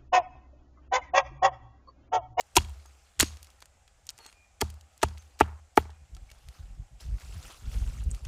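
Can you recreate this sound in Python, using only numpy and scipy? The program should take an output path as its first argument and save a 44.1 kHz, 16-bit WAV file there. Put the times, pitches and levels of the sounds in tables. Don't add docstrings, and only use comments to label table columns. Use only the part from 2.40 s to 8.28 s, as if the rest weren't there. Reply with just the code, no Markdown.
import sys
import numpy as np
from scipy import signal
from scipy.fft import rfft, irfft
from scipy.io import wavfile
from scipy.ndimage import uniform_filter1d

SR = 44100
rng = np.random.default_rng(int(sys.argv[2]) if len(sys.argv) > 2 else 0)


def amp(db):
    return 10 ** (np.asarray(db, float) / 20)


def write(x):
    x = np.atleast_2d(x).T
    wavfile.write(sys.argv[1], SR, np.round(np.clip(x, -1, 1) * 32767).astype(np.int16))


N = 259131

# (time [s], log level [dB], rocking [dB], scatter level [dB], shudder level [dB])
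CHOPS = [
    (.179, -25, 12.5, -37.5, -44),
    (0.8153, -28.5, 8, -31.5, -47),
    (2.228, -28, 3.8, -45.5, -50),
    (2.6409, -26.5, 4.6, -46.5, -49),
    (3.016, -26, 4, -52.5, -41),
    (3.3842, -29.5, 2.5, -48, -46),
]


def evened(x):
    return x / np.sqrt(np.mean(x ** 2) + 1e-20)


def read(points, hz):
    f, value = np.transpose(points)
    return np.interp(np.log(hz + 1), np.log(f + 1), value)


def add(mix, start_s, sound):
    part = mix[max(round(start_s * SR), 0):][:len(sound)]
    part += sound[:len(part)]


def ring(modes, seconds, pitch=1.0, longer=0.94):
    t = np.arange(round(seconds * SR)) / SR
    return sum(amp(db - 60 * t / (t60_s * longer)) * np.sin(2 * np.pi * hz * pitch * t)
               for hz, db, t60_s in modes)


def drift(size):
    once = uniform_filter1d(rng.standard_normal(N), size=size)
    return evened(uniform_filter1d(once, size=size))


def swells(rows, power):
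    t = np.arange(0, N, 32) / SR
    level = np.zeros(len(t))
    for peak_s, db, rise_ms, fall_ms in rows:
        span_ms = np.where(t < peak_s, rise_ms, fall_ms).clip(5)
        level += amp(db - 20 * (abs(t - peak_s) * 1000 / span_ms) ** power)
    return np.interp(np.arange(N) / SR, t, level)


def hiss(shape_db, patchy_db, size):
    hop = size // 4
    frames, hz = N // hop + 5, np.fft.rfftfreq(size, 1 / SR)
    a, b, patches = rng.standard_normal((frames, len(hz), 3)).T
    patches = uniform_filter1d(patches, size=6, axis=0)
    patches = evened(uniform_filter1d(patches, size=12, axis=1))
    level_db = shape_db(hz[:, None], np.arange(frames) * hop / SR) + patchy_db * patches
    z = (a + 1j * b) * amp(level_db)
    return signal.istft(z, nperseg=size, noverlap=size - hop)[1][:N]


def fractures(rows, grainy_db):
    out, size = np.zeros(N), 8192
    t, hz = np.arange(size) / SR, np.fft.rfftfreq(size, 1 / SR) + 1
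    draws = rng.standard_normal((len(rows), 2, size))
    for (start_s, db, centre_hz, octaves, hold_s, t60_s), (noise, lumps) in zip(rows, draws):
        colour = np.exp(-.5 * (np.log2(hz / centre_hz) / max(octaves, .1)) ** 2)
        colour /= 1 + (hz / 13500) ** 4
        noise[12] += 9 * (hold_s < .0011)
        grains = irfft(rfft(noise) * colour)
        grains *= amp(grainy_db * evened(uniform_filter1d(lumps, size=24)))
        onset = np.minimum(t / 0.00028, 1)
        level = amp(-60 * np.maximum(t - hold_s, 0) / abs(t60_s)) * onset
        add(out, start_s, amp(db - 8.5) * evened(level * grains) * np.sqrt(np.mean(level ** 2)))
    return out


def calm():
    # (frequency [Hz], density [dB per Hz])
    air = [(12, -39), (20, -8.5), (67, 7), (101, -5.5), (123, -10.5), (434, -27), (527, -12), (607, -14),
           (678, -12.5), (825, -8), (923, -20), (2080, -19.5), (4420, -28), (7520, -19), (16000, -53)]
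    return amp(-64.5) * evened(hiss(lambda hz, t: read(air, hz), 1.6, size=2048))


def rustle():
    # (peak time [s], level [dB], rise [ms], fall [ms])
    movements = [(.35, -65, 1160, 860), (1.03, -64.5, 460, 350), (1.85, -60.5, 178, 160),
                 (2.8, -65.5, 860, 630), (3.95, -67, 640, 1300), (4.606, -51.5, 9.2, 109),
                 (4.15, -65, 130, 180), (4.81, -57, 88, 320), (4.94, -60, 160, 170), (5.04, -56.5, 38, 165),
                 (5.12, -53.5, 210, 127), (5.33, -52, 126, 440), (5.58, -60, 490, 152),
                 (5.75, -56, 53, 100), (5.852, -54, 14, 45), (5.874, -58.5, 9.7, 50)]
    # (frequency [Hz], density [dB per Hz])
    straw = [(150, -32.5), (250, -6), (652, -5), (1460, -7), (1760, -17), (2570, -6.5), (3750, -10.5),
             (4680, -8.5), (7960, -11.5), (14500, -22.5)]
    rest_db, bright_db = -83, -60.5
    dulling = 0.11
    level = amp(rest_db) + swells(movements, 0.96)
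    s = np.arange(N) / SR
    tilt_db = 0.29 + dulling * np.minimum(20 * np.log10(level) - bright_db, 0)

    def shape_db(hz, t):
        return read(straw, hz) + np.interp(t, s, tilt_db) * np.log2((hz + 50) / 4000)

    wash = evened(hiss(shape_db, 3.2, size=256))
    stalks_per_s = 1100
    breaks = rng.random(N) < stalks_per_s / SR
    strength = amp(4.5 * np.minimum(rng.exponential(1, N), 3.5)) * breaks
    stalk = rng.integers(0, 12, N)
    crackle = np.zeros(N)
    for k, hz in enumerate(np.geomspace(1300, 10500, num=12)):
        tick = ring([(hz, np.log2(hz / 4000), 16 / hz)], .01)
        crackle += signal.oaconvolve(strength * (stalk == k), tick)[:N]
    return level * evened(wash + amp(-5) * evened(crackle))


def litter():
    # (time [s], peak level [dB], centre
    # [Hz])
    chips = [(0.303, -52, 2320), (0.935, -44, 2520), (0.9708, -39.5, 3650), (1.029, -34, 9600),
             (1.045, -41, 6500), (1.07, -44, 3530), (1.1026, -45, 3530), (1.204, -44, 6640),
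             (1.2195, -42, 2510), (1.224, -33.5, 2360), (1.257, -41, 7260), (1.4782, -45, 2690),
             (1.6548, -54.5, 7960), (1.7037, -30, 7660), (1.788, -38, 4450), (1.8635, -33.5, 4420),
             (1.927, -42, 2440), (1.674, -47.5, 2690), (1.915, -53, 3500), (2.3014, -35.5, 6500),
             (2.341, -45, 7130), (2.685, -36.5, 2270), (2.781, -40.5, 6400), (2.823, -47, 6220),
             (3.5039, -42.5, 1750)]
    # (time [s], peak level [dB], centre [Hz], spread [octaves])
    twigs = [(.0084, -28, 5800, 0.94), (0.4593, -42.5, 6160, 0.79), (1.779, -39, 6910, 0.57),
             (2.41, -42, 5100, 1), (2.578, -42.5, 8130, 0.72), (2.775, -39.5, 2655, 0.69),
             (4.7833, -44.5, 1555, .8), (4.8172, -47, 2590, .8), (4.848, -43, 4600, .5),
             (5.1205, -43, 4730, 1.0), (5.3167, -41.5, 1800, .8), (5.342, -39, 3470, 0.75),
             (5.41, -50, 3200, .6), (3.7492, -39.5, 5330, 0.74), (3.7672, -41, 3260, 1.44),
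             (3.902, -42.5, 2380, 1.6), (3.915, -37, 2306, 1.9), (4.0867, -37, 2970, 1.8),
             (4.606, -47.5, 2100, 1.42), (4.799, -43, 4920, 1.16), (4.9248, -41.5, 2710, 0.24),
             (5.0282, -38, 4610, 1), (5.476, -42.5, 1900, 1.57), (5.6383, -40, 8180, 0.22),
             (5.7053, -39, 7870, 0.35), (5.7132, -26, 7900, 0.19), (5.7479, -36, 5240, 1.2),
             (5.851, -33, 4500, 0.8)]
    chip_octaves, scuff_s, t60_s = 1.27, 0.00046, 0.018
    rows = [(*row, chip_octaves) for row in chips] + twigs
    return fractures([(*row, scuff_s, t60_s) for row in rows], grainy_db=4.0)


def wind():
    # (peak time [s], peak level [dB], width [ms], frequency [Hz])
    gusts = [(3.623, -48, 31, 67), (3.696, -59, 8, 41.1), (3.737, -36.5, 26.3, 52.4),
             (3.783, -41, 16, 45.8), (3.825, -37.5, 16.7, 48.1), (3.871, -48, 19, 50.7),
             (3.922, -46.5, 15, 53.3), (3.971, -47, 16, 49.6), (4.019, -56.4, 17, 43.8),
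             (4.057, -44, 16, 44.3), (4.092, -38.8, 21.5, 62.9), (4.205, -35, 10, 70),
             (4.242, -36.5, 24, 47.4), (4.315, -36.8, 34, 42.6), (4.4, -32.5, 28.4, 48),
             (4.452, -52, 6, 42.7), (4.546, -43.5, 32, 50.8), (4.628, -41, 8.5, 59),
             (4.66, -30.5, 11, 55.9), (4.699, -27.5, 28, 60.2), (4.734, -24, 29, 54.2),
             (4.843, -41, 12, 61.9), (4.898, -36, 43, 50.3), (4.939, -39.5, 8, 61.4),
             (4.972, -33, 25.6, 83.3), (5.053, -41.5, 24, 48), (5.134, -50.9, 12, 42),
             (5.17, -57, 18, 37.3), (5.202, -46.5, 12, 51.2), (5.248, -32, 10, 42.9),
             (5.281, -24, 15, 53.3), (5.331, -31.5, 11, 59.9), (5.368, -20.5, 21, 49.54),
             (5.424, -19.5, 17.4, 51.2), (5.477, -22, 18.4, 48.5), (5.537, -32.5, 10, 56),
             (5.611, -28, 49, 54.3), (5.671, -19.0, 15.4, 62.3), (5.732, -25.5, 31.5, 51.96),
             (5.836, -32.5, 23, 58), (5.871, -30, 6, 87)]
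    # (peak time [s], level [dB])
    puffs = [(.02, -76), (.15, -51.5), (0.799, -35.5), (0.055, -63), (1.228, -61.5), (1.501, -63),
             (1.588, -62.5), (1.662, -61.5), (1.736, -61), (1.95, -61.5), (2.01, -59.5), (2.134, -62),
             (2.2, -66)]
    fall_widths, rise_per_fall = 1.47, .7
    sag, kink_db = .35, -15
    skirt_db, skirt_s = -16.5, .05
    puff_ms, puff_hz = 22, 52
    eddies = gusts + [(s, db + 0.5, puff_ms / fall_widths, puff_hz) for s, db in puffs]
    t, swing = np.arange(-.15, .15, 1 / SR), np.zeros(N)
    for (peak_s, db, ms, hz), (start, kink) in zip(eddies, rng.random((len(eddies), 2))):
        fall_s = max(ms, 14) * fall_widths / 1000
        cycles = np.cumsum(hz * np.exp(-sag * np.tanh(t / fall_s))) / SR
        turn = 2 * np.pi * (cycles + start)
        level = amp(db - 20 * (t / np.where(t < 0, rise_per_fall * fall_s, fall_s)) ** 2)
        overtone = amp(kink_db) * np.sin(2 * turn + 2 * np.pi * kink)
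        add(swing, peak_s + t[0], level * (np.sin(turn) + overtone))
    level = np.sqrt(abs(uniform_filter1d(swing ** 2, size=round(skirt_s * SR))))
    skirt = evened(hiss(lambda hz, t: -13 * abs(np.log2((hz + 5) / 80)), 2.8, size=1024))
    rough = amp(skirt_db) * level ** 0.9 * skirt
    return signal.lfilter(*signal.butter(2, 24, "high", fs=SR), swing + rough)


def fibres():
    # (time [s], peak level [dB], centre [Hz], spread [octaves])
    clean = [
        (0.1606, -11, 8990, 0.48),
        (0.1681, -5, 4300, 0.6),
        (0.1707, -9, 9260, 0.93),
        (0.799, -3, 7345, 0.84),
        (.805, -10, 4406, 1.3),
        (.8088, -1.5, 6800, 0.7),
        (0.8275, -13, 7930, 1.1),
        (.296, -42, 12300, 0.51),
        (1.6908, -20, 5140, 0.38),
        (1.696, -26.5, 5070, 0.59),
    ]
    # (time [s], peak level [dB], centre [Hz], spread [octaves], tearing time [s])
    tears = [(0.154, -24, 6000, 2.3, 0.0086), (0.165, -7, 3700, 1.5, 0.0062),
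             (0.18, -13.5, 2800, 0.12, 0.0021), (0.793, -24.5, 4000, 1.5, 0.0038),
             (.801, -11.5, 1887, 0.3, .003), (.803, -11.5, 3508, .35, 0.0046),
             (0.8123, -22, 5870, 0.66, 0.012), (0.811, -22, 1500, 1.2, 0.022),
             (1.668, -37.5, 7500, 0.72, 0.0016), (2.208, -22.5, 5000, 1.8, 0.0016),
             (2.2127, -15, 4990, 2.38, 0.0031), (2.212, -22, 2154, 0.485, 0.0064),
             (2.616, -38, 3030, 0.97, 0.014), (2.6287, -16.5, 4340, 1.2, 0.005),
             (2.631, -20, 2700, 0.11, 0.0048), (2.99, -37.5, 3980, 1.6, 0.0051),
             (3.02, -42, 2900, 0.33, 0.019), (3.385, -44, 2800, .35, 0.017),
             (2.642, -41.5, 2700, 0.27, 0.0155), (3.001, -26.5, 4500, 2, 0.00099),
             (3.002, -24.5, 1320, 0.77, 0.0034), (3.005, -25, 7560, 0.61, 0.0041),
             (3.0096, -18.5, 2495, 0.3, .005), (3.356, -49, 8000, 0.94, 0.013),
             (3.371, -20.5, 5000, 2.4, 0.005), (3.374, -16.5, 2230, 0.55, 0.0031),
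             (2.2029, -45, 3540, 1.7, 0.0046), (1.78, -56, 1390, 1, 0.12)]
    snap_s, snap_t60_s, tear_t60_s = 0.00094, 0.0068, 0.017
    scatter = (4500, 0.9, 0.014, 0.33)
    shudder = (960, 0.58, 0.006, 0.67)
    rows = [(*row, snap_s, snap_t60_s) for row in clean] + [(*row, tear_t60_s) for row in tears]
    tails = [(s - .004, scatter_db, *scatter) for s, _, _, scatter_db, _ in CHOPS]
    tails += [(s, shudder_db, *shudder) for s, _, _, _, shudder_db in CHOPS]
    return fractures(rows, grainy_db=5.0) + fractures(tails, grainy_db=4.5)


def stake():
    # (time [s], level [dB], pitch factor, ring time factor, tilt [dB per octave])
    knocks = [(0.1666, -13, 1.1, 1.5, 6.5), (0.1689, -11, 0.85, 1.5, -3), (0.1715, -13, 0.91, 1.5, -3),
              (0.187, -28.5, 0.6, 1.2, -8), (0.799, -21.5, 1.2, 1.5, -1.5), (0.8243, -26, 0.68, 1.2, -0.5),
              (0.8291, -11.5, 0.69, 0.74, -9.5), (2.216, -24, 1.05, 1.8, 3),
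              (2.2208, -13.5, 1.09, 1.23, -6), (2.2246, -23, 0.77, 1.5, -3), (2.228, -27.5, 0.58, 1.6, 3),
              (2.63, -9.5, 0.79, 1.8, 3), (2.6323, -5.5, 1.12, 1.25, 1.5), (2.6353, -9.5, 1.03, 1.2, 0.5),
              (3.0095, 1, 1.086, 1.27, 2.5), (3.0162, -18, 0.96, 1.1, 0), (3.023, -22.5, 0.74, 1.3, 1.5),
              (3.376, 2.5, 1.07, 1.17, -0.5), (3.3832, -17, 1.3, 0.92, -2), (.455, -48.5, 1.1, 3.2, 8),
              (1.691, -54, 1.23, 6.3, 6), (1.79, -46.5, 1.12, 3.6, 2), (1.803, -49, 1.1, 4.7, 1),
              (1.859, -44.5, 1.07, 3.6, 5), (1.885, -59, 1.2, 3.2, 3), (3.766, -50, 0.91, 3.6, 10)]
    # (frequency [Hz], level [dB], t60 [s])
    stake_modes = [(290, -26, .02), (427, -2, .024), (635, -14, .018), (835, 1.5, .017), (975, -12, .025),
                   (1105, -4, .014), (1240, -7, .016), (1475, 1.5, .01), (1815, -8, .014), (2380, -12, .01),
                   (2680, -10, .016)]
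    contact_s, softness = .0006, 2.0
    choke_s, choke_db_per_s = .0085, 1500
    rebound_s, rebound = .0019, .7
    out, t = np.zeros(N), np.arange(round(.15 * SR)) / SR
    choke = amp(-choke_db_per_s * np.maximum(t - choke_s, 0))
    for start_s, db, pitch, longer, tilt_db in knocks:
        phase = np.arange(200) / SR / (contact_s / pitch ** softness)
        push = np.sin(np.pi * np.clip(phase, 0, 1))
        push = push / push.sum()
        push = push - rebound * np.roll(push, round(rebound_s * SR))
        modes = [(hz, mode_db + tilt_db * np.log2(hz / 900), t60_s)
                 for hz, mode_db, t60_s in stake_modes]
        body = ring(modes, .15, pitch, longer)
        if db > -44:
            body = body * choke
        add(out, start_s, -amp(db - 8) * np.convolve(push, body))
    return signal.lfilter(*signal.butter(3, 310, "high", fs=SR), out)


def head(cracks):
    # (frequency [Hz], level [dB], t60 [s])
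    steel = [(2900, -5.5, 0.019), (3360, -5.5, 0.05), (4630, -5.5, 0.034), (6910, -1.5, 0.048),
             (7430, -9, 0.045), (8130, -1.5, 0.035), (8990, 0.5, 0.025)]
    # (time [s], level [dB], frequency [Hz], swell time [s], t60 [s])
    sings = [(1.795, -58, 4344, .07, .15), (1.843, -63, 8193, .04, .1), (1.86, -62, 6508, .02, .12),
             (1.895, -70, 9100, .03, .08), (1.935, -65, 2422, .1, .45), (2.79, -61, 6300, .02, .1),
             (3.381, -50, 13840, .004, .1), (3.53, -73, 2440, .05, .3), (.835, -52, 6500, .05, .12),
             (2.218, -56, 4280, .008, .06), (.168, -13, 955, .008, .022), (.172, -40, 4250, .01, .06),
             (.185, -46, 3300, .01, .05), (.862, -56, 4300, .02, .05), (3.89, -60, 2250, .015, .06),
             (3.388, -58, 9195, .008, .15), (3.40, -62, 7420, .015, .12), (.455, -64, 6500, .02, .08),
             (1.82, -63, 4167, .06, .2)]
    out, t = np.zeros(N), np.arange(SR // 2) / SR
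    for start_s, db, hz, swell_s, t60_s in sings:
        rise = np.minimum(t / (0.19 * swell_s), 1)
        level = rise * amp(db - 60 * np.maximum(t - swell_s, 0) / t60_s)
        add(out, start_s, level * np.sin(2 * np.pi * hz * t))
    chatter = amp(3 * drift(size=150))
    return out * chatter + amp(-38) * signal.oaconvolve(cracks, ring(steel, .2))[:N]


def log():
    # (frequency [Hz], level [dB], t60 [s])
    log_modes = [(48, -18.5, 0.4), (61.7, -22, 0.74), (67.93, -21.5, 1.1), (76.8, 2.6, .42),
                 (82.5, -2.5, 0.14), (110, -8, 0.29), (120, -18, 0.17), (200, -15, 0.3)]
    rock_hz = 70
    twin = (79, -8, .5)
    out, t = np.zeros(N), np.arange(SR) / SR
    for (start_s, db, rock_db, *_), noise in zip(CHOPS, rng.standard_normal((len(CHOPS), SR))):
        soil = evened(signal.lfilter(*signal.butter(2, 110, fs=SR), noise)) * amp(-24 - 60 * t / 0.48)
        modes = [(hz, mode_db + rock_db * (hz < rock_hz), t60_s) for hz, mode_db, t60_s in log_modes]
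        hum = ring(modes, 1) - ring([twin], 1)
        add(out, start_s, amp(db) * (hum + soil) * np.minimum(t / 0.004, 1))
    return signal.lfilter(*signal.butter(2, 42, "high", fs=SR), out)


def trees(x):
    # (delay [s], level [dB])
    trunks = [
        (.025, -38),
        (.049, -39),
        (.078, -36),
        (.118, -42),
    ]
    dull_hz, blur_s = 3200, .0012
    out, t = np.zeros(SR // 5), np.arange(600) / SR
    for (delay_s, db), blur in zip(trunks, rng.standard_normal((len(trunks), len(t)))):
        blur = blur * np.exp(-t / blur_s)
        add(out, delay_s, amp(db) * blur / np.linalg.norm(blur))
    return signal.oaconvolve(x, signal.lfilter(*signal.butter(1, dull_hz, fs=SR), out))[:N]


def field(x):
    # (frequency [Hz], t60 [s])
    decay = [(200, 0.1), (1000, 0.29), (3000, .2), (10000, 0.57)]
    taps = rng.choice([-1., 1.], SR // 2) * (rng.random(SR // 2) < .05)
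    taps[:300] = 0
    hz, t, z = signal.stft(taps, SR, nperseg=256)
    tail = signal.istft(z * amp(-60 * t / read(decay, hz)[:, None]), SR, nperseg=256)[1]
    return signal.fftconvolve(x, tail / np.linalg.norm(tail))[:N]


def scene():
    cracks = fibres() + litter()
    chops = cracks + stake() + head(cracks)
    echoes = amp(-41) * field(chops) + trees(chops)
    mono = chops + echoes + log() + rustle() + wind() + calm()
    return np.array([mono, mono])


def band_limit(x):
    return signal.sosfilt(signal.butter(12, 16650, fs=SR, output="sos"), x)


def record(dry):
    edge_hz, top_hz, ceiling = 15400, 16600, .94
    side_blur = rng.standard_normal(400) * np.exp(-np.arange(400) / 80)
    side_blur = signal.lfilter(*signal.butter(2, 130, "high", fs=SR), side_blur)
    side = amp(-35) * signal.oaconvolve(dry[0], side_blur / np.linalg.norm(side_blur))[:N]
    pair = dry + np.array([side, -side])
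    edge = signal.firwin(301, edge_hz, fs=SR)
    edge = edge + amp(-15) * (signal.firwin(301, top_hz, fs=SR) - edge)
    pair = signal.oaconvolve(pair, edge[None], "same")
    return band_limit(np.clip(0.96 * pair, -ceiling, ceiling))


dry = scene()
out = record(dry)
write(out)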